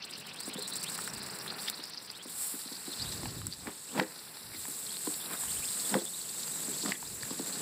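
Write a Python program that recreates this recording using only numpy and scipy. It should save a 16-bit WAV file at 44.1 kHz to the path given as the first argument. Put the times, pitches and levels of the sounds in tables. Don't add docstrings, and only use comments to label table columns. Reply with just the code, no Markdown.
import sys
import numpy as np
from scipy import signal
from scipy.fft import rfft, irfft, next_fast_len
from scipy.io import wavfile
from scipy.ndimage import uniform_filter1d, map_coordinates

SR = 44100
rng = np.random.default_rng(int(sys.argv[2]) if len(sys.argv) > 2 else 0)


def waveform_to_disk(signal):
    frames = np.transpose(np.atleast_2d(signal))
    scaled = np.clip(frames, -1, 1) * 32767
    samples = np.round(scaled).astype(np.int16)
    wavfile.write(sys.argv[1], SR, samples)


N = 335601
TIME = np.arange(N) / SR


def gain_of(db):
    return 10 ** (np.asarray(db) / 20)


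def unit_rms(x):
    return x / np.sqrt(np.mean(x ** 2) + 1e-20)


def unit_peak(x):
    return x / abs(x).max()


def value_at(curve, time_s, column=1):
    curve = np.array(curve)
    return np.interp(time_s, curve[:, 0], curve[:, column])


def gain_curve(curve, column):
    return gain_of(value_at(curve, TIME, column))


def add(mix, start_s, sound):
    part = mix[max(round(start_s * SR), 0):][:len(sound)]
    part += sound[:len(part)]


def colour(x, spectrum, size=4096):
    hz, db = np.transpose(spectrum)
    bin_hz = abs(np.fft.fftfreq(size, 1 / SR))
    log_gain = np.log(gain_of(np.interp(np.log(bin_hz + 1), np.log(hz), db)))
    taps = np.fft.ifft(np.exp(np.conj(signal.hilbert(log_gain)))).real[:size // 2]
    return signal.oaconvolve(x, taps / np.linalg.norm(taps))[:len(x)]


def wander(rate_hz):
    size = next_fast_len(N, True)
    lowpass = np.exp(-(np.fft.rfftfreq(size, 1 / SR) / rate_hz) ** 2)
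    return unit_rms(irfft(rfft(rng.standard_normal(size)) * lowpass, size)[:N])


def impacts(per_s, spread_db, share):
    size = gain_of(spread_db * np.minimum(rng.exponential(1, N), 4.5))
    hits = size * rng.choice([-1., 1.], N) * (rng.random(N) < per_s / SR)
    return np.sqrt(share) * unit_rms(hits) + np.sqrt(1 - share) * rng.standard_normal(N)


def resonate(x, pitch_hz, width_hz):
    carrier = np.exp(2j * np.pi * np.cumsum(pitch_hz) / SR)
    pole = np.exp(-np.pi * width_hz / SR)
    baseband = signal.lfilter([(1 - pole) ** 2], [1, -2 * pole, pole * pole], x / carrier + 1e-18)
    return (carrier * baseband).real * np.sqrt(8 / (1 - pole))


# start_s, length_s, level_db
MAIN_SPITS = [(0.043, 0.02, -51.5), (0.104, 0.015, -50), (0.176, 0.012, -49), (0.197, 0.014, -46.5),
              (0.266, 0.0075, -45), (0.332, 0.013, -48), (0.398, 0.014, -42), (0.426, 0.018, -46),
              (0.453, 0.044, -44), (0.534, 0.012, -43.5), (0.589, 0.011, -43), (0.621, 0.012, -42),
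              (0.671, 0.037, -42.5), (0.729, 0.014, -42.5), (0.751, 0.031, -38.5), (0.795, 0.018, -42.5),
              (0.827, 0.017, -36.5), (0.893, 0.015, -41), (0.916, 0.043, -40.5), (1.001, 0.02, -40.5),
              (1.17, 0.028, -45.5), (1.222, 0.018, -46), (1.304, 0.026, -47), (1.339, 0.0287, -47.5),
              (1.46, 0.012, -44.5), (1.514, 0.024, -46.5), (1.638, 0.038, -46), (1.749, 0.021, -50),
              (1.829, 0.015, -45.5), (1.892, 0.013, -53), (2.02, 0.017, -52.5), (2.057, 0.013, -50.5),
              (2.112, 0.0043, -40.5), (2.171, 0.015, -49.5), (2.318, 0.011, -43)]
# time_s, spits_per_s, spit_db, squelch_db, burst_hz
SPUTTER_CURVE = [(0, 14, -50.5, -48, 3840), (0.3, 14, -46, -47, 4120), (0.75, 17, -44, -43, 4380),
                 (1.1, 29, -48, -44, 5120), (1.5, 25, -49.5, -43, 4850), (1.8, 24, -54.5, -40.5, 4720),
                 (1.95, 22, -61, -53, 5160), (2.3, 24, -58, -52, 5000)]
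SPUTTERING = TIME < MAIN_SPITS[-1][0]


def spit_train(jitter_beats=0.41, open_share=0.61, spread_db=8.5, pitch_spread=0.079, octaves_per_s=14):
    chance, spits = rng.uniform(-1, 1, (200, 5)), [MAIN_SPITS[0]]
    for before, after in zip(MAIN_SPITS, MAIN_SPITS[1:]):
        gap_s = after[0] - before[0]
        beats = max(round(gap_s * value_at(SPUTTER_CURVE, before[0] + gap_s / 2)), 1)
        for k in range(1, beats):
            late, longer, louder, _, _ = chance[len(spits)]
            start_s = before[0] + (k + jitter_beats * late) * gap_s / beats
            length_s = min(open_share * gap_s / beats, 0.022) * (1 + longer / 2)
            spits.append((start_s, length_s, value_at(SPUTTER_CURVE, start_s, 2) + spread_db * louder))
        spits.append(after)
    for (start_s, length_s, level_db), (*_, higher, faster) in zip(spits, chance):
        lead_db = value_at(SPUTTER_CURVE, start_s, 3)
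        burst_hz = value_at(SPUTTER_CURVE, start_s, 4) * (1 + pitch_spread * higher)
        yield start_s, length_s, level_db, lead_db, burst_hz, octaves_per_s * (1 + faster)


# freq_hz, level_db
SPIT_SPECTRUM = [(1000, -11), (3000, -7.5), (4800, 3), (5600, 0.5), (6450, -6), (7300, 0), (8300, 4.5),
                 (9300, -6.5), (10200, -2), (11400, -6.5), (12600, -2), (14000, -21), (15300, 0)]


def sputter(squelch_db=-2, spit_db=1, low_hz=2600., rise_s=0.013, spray_hz=(7000., 10500.)):
    squelch_env, spit_env = np.zeros(N), np.zeros(N)
    pitch_hz, sweep_hz = np.full(N, low_hz), np.full(N, spray_hz[0])
    end_s = 0
    for start_s, length_s, level_db, lead_db, burst_hz, octaves_per_s in spit_train():
        lead = slice(round(end_s * SR), round(start_s * SR))
        end_s = start_s + length_s
        burst = slice(lead.stop, round(end_s * SR))
        to_go_s = abs(start_s - TIME[lead])
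        pitch_hz[lead] = np.maximum(burst_hz * 2 ** (-octaves_per_s * to_go_s), low_hz)
        squelch_env[lead] = gain_of(lead_db) * (0.62 + 0.53 / (1 + to_go_s / rise_s))
        pitch_hz[burst] = burst_hz
        sweep_hz[burst] = np.geomspace(*spray_hz, len(TIME[burst]))
        spit_env[burst] = gain_of(level_db)
    pitch_hz, squelch_env, spit_env = uniform_filter1d([pitch_hz, squelch_env, spit_env], size=90)
    spit_env *= gain_of(1.8 * wander(70))
    linger = np.exp(-1 / (0.0009 * SR))
    spit_env = signal.lfilter([1 - linger], [1, -linger], spit_env)
    pitch_hz *= np.exp(0.04 * wander(90))
    squelch = resonate(impacts(1200, 2.4, 0.83), pitch_hz, width_hz=720) * gain_of(0.92 * wander(70))
    droplets = 0.9 * impacts(2600, 2.6, 0.4)
    sweep = gain_of(-5) * resonate(rng.standard_normal(N), sweep_hz, width_hz=1600)
    spit = colour(spit_env * (droplets + sweep) * gain_of(2 * wander(270)), SPIT_SPECTRUM)
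    return gain_of(squelch_db) * squelch_env * squelch + gain_of(spit_db) * spit


# time_s, whistle_db, mist_db
JET_LEVELS = [(0, -69, -65.5), (0.6, -59, -60.5), (1.05, -48, -50.5), (1.22, -60, -57), (1.66, -74, -50.5),
              (1.8, -75, -57), (2.2, -63, -63), (2.32, -52, -48.5), (2.42, -37.5, -37), (2.52, -46, -39),
              (2.66, -51.5, -49.5), (3.15, -45, -47), (3.48, -53.5, -54), (3.97, -46, -51.5),
              (4.15, -57, -53), (4.52, -65, -49.5), (4.61, -45.5, -44.5), (5.13, -39.5, -42.5),
              (5.24, -59, -42.5), (5.4, -39.5, -42), (5.9, -37, -40.5), (6.0, -44, -47), (6.6, -39, -42.5),
              (6.91, -39, -44.5), (6.96, -46, -48), (7.61, -39, -43.5)]
# time_s, pitch_hz
WHISTLE_PITCH = [(0, 8240), (2.5, 8200), (3.2, 7945), (4.0, 8050), (4.6, 7960), (5.0, 8086), (5.85, 8244),
                 (6.35, 7814), (6.9, 7930), (7.25, 7764), (7.61, 7900)]
# freq_hz, level_db
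WHISTLE_SPECTRUM = [(5500, -23), (6500, -6.5), (7100, -6), (7700, -0.5), (8150, 2.5), (8600, -1.5),
                    (9200, -20.5), (10500, -55)]
# freq_hz, level_db
MIST_SPECTRUM = [(1500, -25), (4500, -9), (5600, -6.5), (6400, -46), (7300, 2.5), (9300, -1.5), (9900, 0),
                 (10900, -3), (11700, -4.5), (12700, -2), (14200, -9.5), (15200, -2), (16000, -34)]


def jet(centre_hz=8050, choke_db=4):
    speed = value_at(WHISTLE_PITCH, TIME) / centre_hz * np.exp(0.022 * wander(70))
    band = colour(rng.standard_normal(N), WHISTLE_SPECTRUM)
    hiss = map_coordinates(band, [np.cumsum(speed)], order=3, mode="mirror")
    whistle = gain_of(0.5 * wander(65)) * gain_curve(JET_LEVELS, 1) * hiss
    mist_env = gain_of(0.5 + 0.3 * wander(32)) * gain_curve(JET_LEVELS, 2)
    mist = mist_env * colour(impacts(2500, 0.41, 0.61), MIST_SPECTRUM)
    choking_db = choke_db * wander(28) * SPUTTERING
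    swell_db = 0.7 * wander(14) + 0.8 * wander(110)
    return (whistle + mist) * gain_of(swell_db + choking_db)


def bubbles(per_s=260, spread_db=3, range_hz=(3500, 5200), decay_cycles=9, glide_per_s=14, kinds=24):
    out, t = np.zeros(N), np.arange(SR // 50) / SR
    strength = gain_of(spread_db * np.minimum(rng.exponential(1, N), 3))
    births = strength * (rng.random(N) < per_s / SR)
    kind = rng.integers(0, kinds, N)
    for k, pitch_hz in enumerate(np.geomspace(*range_hz, kinds)):
        age = t * pitch_hz / decay_cycles
        ring = np.sqrt(age) * np.exp(-age) * np.sin(2 * np.pi * pitch_hz * t * (1 + glide_per_s * t / 2))
        out += signal.oaconvolve(births * (kind == k), ring)[:N]
    return unit_rms(out)


# time_s, drum_db, patter_db, gurgle_db
WATER_LEVELS = [(0.0, -58, -58, -52), (0.72, -54.5, -52.5, -53), (1.55, -52, -49.5, -52),
                (1.93, -62.5, -56.5, -52.5), (2.29, -60, -58.5, -55), (2.45, -63.5, -55, -57.5),
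                (2.65, -65, -58, -49.5), (3.07, -53.5, -52, -45.5), (3.24, -49.5, -54, -47.5),
                (3.64, -67, -64, -54), (4.19, -61.5, -58, -53.5), (4.98, -58, -57.5, -50),
                (5.3, -56.5, -53, -53), (5.83, -57, -56, -46.5), (6.1, -61, -61, -53.5),
                (6.38, -56, -56, -47.5), (6.74, -50.5, -53, -48.5), (6.91, -58, -63, -45),
                (6.95, -57, -65, -57), (7.03, -57.5, -60, -54), (7.61, -48.5, -51, -45.5)]
# freq_hz, level_db
GURGLE_SPECTRUM = [(1500, -43), (3000, -20), (3500, -9), (4100, -3), (4900, -4), (5500, -9.5),
                   (6300, -12.5), (7500, -45)]


def gurgle(wash_db=-4.5, bubble_db=-6, chirp_db=-10, cycles_per_s=16, low_hz=3800, high_hz=5200):
    cycle = np.cumsum(cycles_per_s * np.exp(0.73 * wander(12))) / SR % 1
    start_hz = low_hz * np.exp(0.07 * wander(7.4))
    fizz = impacts(900, 2.5, 0.6) * gain_of(3 * wander(20))
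    chirps = resonate(fizz, start_hz + (high_hz - start_hz) * cycle ** 5.1, width_hz=1400)
    chirps *= gain_of(chirp_db - 6 * SPUTTERING)
    wash = gain_of(wash_db + 4.6 * wander(62)) * colour(rng.standard_normal(N), GURGLE_SPECTRUM)
    return gain_curve(WATER_LEVELS, 3) * (wash + gain_of(bubble_db) * bubbles() + chirps)


# freq_hz, level_db
DRUM_SPECTRUM = [(40, -50.5), (100, -11.5), (160, 1), (215, 0.5), (300, -4.5), (420, -3), (600, -10),
                 (1500, -43)]
# freq_hz, level_db
PATTER_SPECTRUM = [(150, -35), (400, -3.5), (850, 6), (1300, 5), (1750, 5.5), (2200, 1.5), (2800, 2),
                   (3400, -17), (6000, -39)]


def splash(gain_db=1.5):
    drum = gain_curve(WATER_LEVELS, 1) * colour(impacts(200, 1.3, 0.2), DRUM_SPECTRUM)
    patter = gain_curve(WATER_LEVELS, 2) * colour(impacts(500, 3.5, 0.37), PATTER_SPECTRUM)
    return gain_of(gain_db) * (drum + patter)


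def small_pockets(count=10, over_gurgle_db=5, spread_db=3, low_hz=3800, high_hz=4900):
    when, size, pitch = rng.random((count, 3)).T
    start_s = (np.arange(count) + when) / count * TIME[-1]
    level_db = value_at(WATER_LEVELS, start_s, 3) + over_gurgle_db + spread_db * (2 * size - 1)
    return list(zip(start_s, level_db, low_hz + (high_hz - low_hz) * pitch))


# pop_s, level_db, pitch_hz
AIR_POCKETS = [(0.1366, -30, 4690), (0.5324, -30.5, 3930), (1.217, -36, 4260), (1.413, -33, 4600),
               (1.4787, -29, 3770), (1.503, -27, 4070), (1.6785, -28.5, 4610), (1.6824, -22.5, 3485),
               (1.6855, -25.5, 5000), (1.839, -28.5, 4960), (1.936, -31, 4920), (1.9457, -31.5, 4580),
               (1.9752, -27.5, 5060), (1.9804, -31, 4670), (2.1013, -29, 4850), (2.997, -32, 3940),
               (3.022, -28, 4670), (3.5257, -26.5, 4456), (3.5355, -32, 4740), (4.907, -33, 4100),
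               (4.9686, -28, 4210), (5.1419, -27, 4290), (5.26, -33, 3800), (5.334, -33.5, 3800),
               (5.518, -30.5, 4360), (5.654, -30, 5000), (5.701, -40, 4730), (5.799, -30, 4310),
               (5.8936, -29, 4510), (6.021, -33, 4490), (6.48, -33, 4590), (7.076, -31, 4920),
               (7.226, -31.5, 4600)]


def squirts(gain_db=1, squeeze_s=0.0084, squeeze_db=-17, ring_s=0.0016, glide_per_s=9):
    out, t = np.zeros(N), np.arange(-0.04, 0.03, 1 / SR)
    pop_env = (t >= 0) * np.exp(-abs(t) / ring_s)
    for pop_s, level_db, pitch_hz in AIR_POCKETS + small_pockets():
        glide_hz = pitch_hz * np.exp(glide_per_s * t)
        chirp = unit_rms(resonate(rng.standard_normal(len(t)), glide_hz, width_hz=1400))
        squeeze = gain_of(squeeze_db) * chirp * np.exp(-abs(t) / squeeze_s)
        pop = pop_env * np.sin(2 * np.pi * np.cumsum(glide_hz) / SR)
        add(out, pop_s + t[0], gain_of(level_db + gain_db) * (squeeze + pop))
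    return signal.sosfilt(signal.butter(4, 6500, fs=SR, output="sos"), out)


# start_s, length_s, from_hz, to_hz, level_db
AIR_SQUEAKS = [(0.265, 0.061, 3140, 2550, -52), (0.42, 0.034, 4700, 5220, -47),
               (0.608, 0.07, 4270, 3910, -44.5), (0.715, 0.039, 3910, 4380, -42.5),
               (0.855, 0.043, 2830, 4200, -45), (1.675, 0.021, 3210, 3784, -40),
               (2.14, 0.039, 3500, 4300, -50), (2.192, 0.036, 3100, 3390, -50.5),
               (2.74, 0.034, 4300, 4960, -47), (2.914, 0.029, 4260, 3690, -43),
               (2.994, 0.045, 3880, 5100, -40.5), (3.045, 0.057, 3590, 4120, -46),
               (3.381, 0.021, 3500, 4100, -54), (3.881, 0.062, 2580, 3610, -57),
               (4.882, 0.03, 3020, 3700, -53), (4.922, 0.038, 3400, 3900, -50),
               (5.198, 0.05, 3300, 3790, -48.5), (5.292, 0.063, 2430, 2400, -56),
               (5.362, 0.028, 3530, 4100, -51), (5.47, 0.049, 2750, 3640, -51),
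               (5.544, 0.061, 2380, 3850, -52), (5.621, 0.033, 2210, 3480, -46.5),
               (5.67, 0.029, 3260, 3780, -46), (5.842, 0.05, 3340, 4050, -48),
               (5.983, 0.02, 3460, 3454, -47), (6.056, 0.029, 3570, 3600, -46),
               (6.133, 0.029, 3680, 4110, -47.5), (6.204, 0.016, 3950, 4380, -45),
               (6.253, 0.03, 3090, 3600, -58), (6.726, 0.036, 3180, 3680, -52),
               (6.78, 0.046, 4760, 4040, -48.5), (6.949, 0.014, 3430, 3250, -50),
               (7.048, 0.023, 3790, 4030, -50), (7.52, 0.042, 4100, 4560, -46)]


def squeaks(width_hz=520, note_db=2, wobble=0.016):
    out = np.zeros(N)
    waver = np.exp(wobble * wander(185))
    rasp = gain_of(2.5 * wander(300))
    for start_s, length_s, from_hz, to_hz, level_db in AIR_SQUEAKS:
        start, size = round(start_s * SR), round(length_s * SR)
        pitch_hz = np.geomspace(from_hz, to_hz, size) * waver[start:][:size]
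        fuzz = unit_rms(resonate(rng.standard_normal(SR // 5)[:size], pitch_hz, width_hz))
        note = gain_of(note_db) * np.sin(2 * np.pi * np.cumsum(pitch_hz) / SR)
        squeak = unit_rms((fuzz + note) * rasp[start:][:size])
        add(out, start_s, gain_of(level_db) * squeak * signal.windows.tukey(size, 0.35))
    return out


# start_s, level_db
DROPLET_TICKS = [(0.301, -46), (0.3615, -34), (0.678, -27), (1.3877, -29), (1.482, -35), (1.699, -21),
                 (1.855, -33), (1.898, -33), (2.283, -34), (3.4682, -22), (2.049, -37), (2.131, -43),
                 (6.053, -24.5), (7.2325, -28)]
# freq_hz, level_db
SNAP_SPECTRUM = [(200, -61), (1000, -8), (3000, -12), (4500, -1.5), (6400, -5), (8000, 7), (10000, -5),
                 (13000, -10), (15500, -3.5)]


def ticks(gain_db=3, decay_s=0.001):
    out, t = np.zeros(N), np.arange(SR // 50) / SR
    for start_s, level_db in DROPLET_TICKS:
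        snap = colour(rng.standard_normal(len(t)) * np.exp(-t / decay_s), SNAP_SPECTRUM)
        add(out, start_s, gain_of(level_db + gain_db) * unit_peak(snap))
    return out


# start_s, level_db, pitch_hz
PIPE_KNOCKS = [(0.475, -32.5, 264), (0.553, -31, 197), (0.582, -33, 412), (1.79, -40.5, 292),
               (2.254, -38.5, 258), (2.536, -35.5, 261), (2.654, -39.5, 243), (2.714, -37.5, 256),
               (2.876, -33, 281), (3.232, -33.5, 250), (3.673, -32, 318), (3.926, -42, 260),
               (3.949, -30.5, 260), (3.963, -33, 285), (4.008, -26.5, 508), (4.012, -23, 324),
               (4.542, -42, 304), (4.68, -38.5, 282), (5.071, -25.5, 302), (5.949, -20, 196),
               (5.951, -19, 519), (5.964, -22.5, 341), (6.016, -35.5, 337), (6.68, -32, 262),
               (6.833, -31.5, 296), (6.851, -29, 264), (7.307, -30, 259), (7.394, -27, 279)]
# freq_hz, level_db, t60_s
PIPE_MODES = [(151, -2.5, 0.073), (197.2, 0, 0.086), (261, 1, 0.084), (328, 2.5, 0.092), (417, 2, 0.1),
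              (513.5, 6, 0.067), (650, -11, 0.05), (760, -6, 0.039), (910, 9, 0.058), (1110, -4, 0.045),
              (1650, 0, 0.03)]
# freq_hz, level_db
TAP_SPECTRUM = [(250, -38.5), (480, 3), (1000, 1), (1600, -11), (3000, -38)]


def knocks(gain_db=2, attack_s=0.006, focus_db_per_octave=17, tap_db=-9, tap_s=0.003):
    out, t = np.zeros(N), np.arange(SR // 5) / SR
    free_hz, mode_db, t60_s = np.transpose(PIPE_MODES)
    polarity = (-1.) ** np.arange(len(PIPE_MODES))
    for start_s, level_db, pitch_hz in PIPE_KNOCKS + judders():
        nearest = np.argmin(abs(np.log(free_hz / pitch_hz)))
        mode_hz = free_hz * pitch_hz / free_hz[nearest]
        struck_db = mode_db + rng.standard_normal(len(PIPE_MODES))
        struck_db -= focus_db_per_octave * abs(np.log2(mode_hz / pitch_hz))
        decays = gain_of(struck_db - 60 * t[:, None] / t60_s)
        modes = polarity * decays * np.sin(2 * np.pi * mode_hz * t[:, None])
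        ring = modes.sum(1) * (1 - np.exp(-t / attack_s)) / np.linalg.norm(gain_of(struck_db))
        tap = colour(rng.standard_normal(len(t)) * np.exp(-t / tap_s), TAP_SPECTRUM)
        add(out, start_s, gain_of(level_db + gain_db) * (ring + gain_of(tap_db) * unit_peak(tap)))
    return out


# start_s, level_db, pitch_hz
SHARP_CLACKS = [(0.989, -33.5, 1330), (1.076, -32, 1480), (1.684, -32, 1880), (3.232, -39, 880),
                (3.256, -32.5, 874), (3.416, -39, 1170), (3.671, -34, 1220), (3.977, -29, 855),
                (3.983, -39, 1800), (3.996, -22, 850), (3.998, -20, 1830), (4.653, -38, 960),
                (5.073, -34.5, 970), (5.435, -38, 950), (5.941, -21.5, 845), (5.942, -23, 1640),
                (6.86, -32, 1300), (6.92, -24.5, 2090), (6.92, -38, 1150), (6.9235, -30, 2600),
                (7.027, -37, 920), (7.232, -34.5, 1750)]
# freq_hz, level_db
CRACK_SPECTRUM = [(150, -72), (600, -11), (880, -1.5), (1280, -14.5), (1700, 4.5), (2200, -0.5),
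                  (2700, -4.5), (3500, -30), (5000, -2.5), (6400, -47), (12000, -65)]
# freq_hz, level_db
BITE_SPECTRUM = [(700, -54), (2300, -0.5), (3000, -0.5), (4000, -3.5), (5100, 1), (6400, -30), (12000, -42)]


def clacks(gain_db=4, ring_db=1, ring_cycles=1.1, crack_s=0.0011, focus_db_per_octave=7, bite_db=-6):
    out, t = np.zeros(N), np.arange(SR // 20) / SR
    for start_s, level_db, pitch_hz in SHARP_CLACKS:
        spectrum = [(hz, db - focus_db_per_octave * abs(np.log2(hz / pitch_hz)))
                    for hz, db in CRACK_SPECTRUM]
        blow = rng.standard_normal(len(t)) * np.exp(-t / crack_s)
        crack = unit_peak(colour(blow, spectrum))
        bite = gain_of(bite_db) * unit_peak(colour(blow, BITE_SPECTRUM))
        age = t * pitch_hz / ring_cycles
        ring = gain_of(ring_db) * age * np.exp(1 - age) * np.sin(2 * np.pi * pitch_hz * t)
        add(out, start_s, gain_of(level_db + gain_db) * (unit_peak(crack + ring) + bite))
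    return out


# start_s, length_s, level_db
MIC_GUSTS = [(1.113, 0.13, -56), (2.998, 0.5, -46.5), (3.576, 0.094, -54), (4.452, 0.034, -54.5),
             (4.576, 0.02, -53.5), (5.432, 0.099, -56), (5.553, 0.054, -53), (7.02, 0.16, -58),
             (7.232, 0.054, -57)]
# freq_hz, level_db
RUMBLE_SPECTRUM = [(15, -24), (30, -35), (55, -4.5), (130, -0.5), (190, -9), (300, -10), (800, -59)]


def rumble(gain_db=-1, flutter_db=2, calm_db=-73, attack_s=0.0032, release_s=0.025):
    push = gain_of(calm_db)
    for start_s, length_s, level_db in MIC_GUSTS:
        outside = np.maximum((start_s - TIME) / attack_s, (TIME - start_s - length_s) / release_s)
        push = push + gain_of(level_db) * np.exp(-np.maximum(outside, 0))
    push *= gain_of(gain_db + flutter_db * wander(28))
    return push * colour(rng.standard_normal(N), RUMBLE_SPECTRUM)


# let_go_s, rise_s, fall_s, scrape_db, judder_db
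JAW_SLIPS = [(3.674, 0.033, 0.037, -39, -55), (4.001, 0.033, 0.0042, -28, -21.5),
             (5.341, 0.06, 0.0096, -39.5, -68), (5.943, 0.091, 0.045, -37, -26),
             (6.899, 0.033, 0.025, -34, -31.5)]
# freq_hz, level_db
SCRAPE_SPECTRUM = [(80, -30), (180, 10), (500, 1), (900, -2), (1300, -3.5), (1700, -5.5), (2400, -9),
                   (3500, -10), (7000, -20)]


def scrapes(gain_db=-3):
    force = np.zeros(N)
    for let_go_s, rise_s, fall_s, scrape_db, _ in JAW_SLIPS:
        t = TIME - let_go_s
        force += gain_of(scrape_db + gain_db) * np.exp(-np.maximum(-t / rise_s, t / fall_s))
    return force * colour(impacts(550, 0.43, 0.86), SCRAPE_SPECTRUM)


def judders(count=4, spacing_s=0.0148, pitch_hz=196, growth_db=6.5):
    return [(let_go_s - (k + 1) * spacing_s, judder_db - k * growth_db, pitch_hz)
            for let_go_s, *_, judder_db in JAW_SLIPS for k in range(count)]


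# start_s, length_s, from_hz, to_hz, level_db
THREAD_CREAKS = [(3.663, 0.031, 2100, 1050, -48), (4.53, 0.031, 2080, 2100, -51),
                 (5.299, 0.063, 1430, 1570, -45)]


def creaks(width_hz=800):
    out, catches = np.zeros(N), impacts(670, 1.6, 0.56)
    for start_s, length_s, from_hz, to_hz, level_db in THREAD_CREAKS:
        start, size = round(start_s * SR), round(length_s * SR)
        creak = unit_rms(resonate(catches[start:][:size], np.geomspace(from_hz, to_hz, size), width_hz))
        add(out, start_s, gain_of(level_db) * creak * signal.windows.tukey(size, 0.5))
    return out


def room(x, wet_db, t60_s, echoes_per_s=2000):
    t = np.arange(SR // 3) / SR
    echoes = rng.standard_normal(len(t)) * (rng.random(len(t)) < echoes_per_s / SR)
    tail = echoes * (t > 0.003) * gain_of(-60 * t / t60_s)
    return x + gain_of(wet_db) * signal.oaconvolve(x, tail / np.linalg.norm(tail))[:N]


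def scene():
    leak = room(sputter() + jet() + gurgle() + squeaks() + squirts() + ticks(), wet_db=-14.5, t60_s=0.05)
    pliers = room(knocks() + clacks() + scrapes() + creaks(), wet_db=-13, t60_s=0.3)
    low_cut = signal.butter(2, 95, "high", fs=SR, output="sos")
    return np.tile(leak + signal.sosfilt(low_cut, pliers) + splash() + rumble(), (2, 1))


def record(dry, notch_hz=6400, notch_q=8, notch_share=0.66, cutoff_hz=15650):
    notched = signal.lfilter(*signal.iirnotch(notch_hz, notch_q, SR), dry)
    heard = dry + notch_share * (notched - dry)
    lowpass = signal.firwin(511, cutoff_hz, window=("kaiser", 9), fs=SR)
    return signal.oaconvolve(heard, lowpass[None], "same")


dry = scene()
out = record(dry)
waveform_to_disk(out)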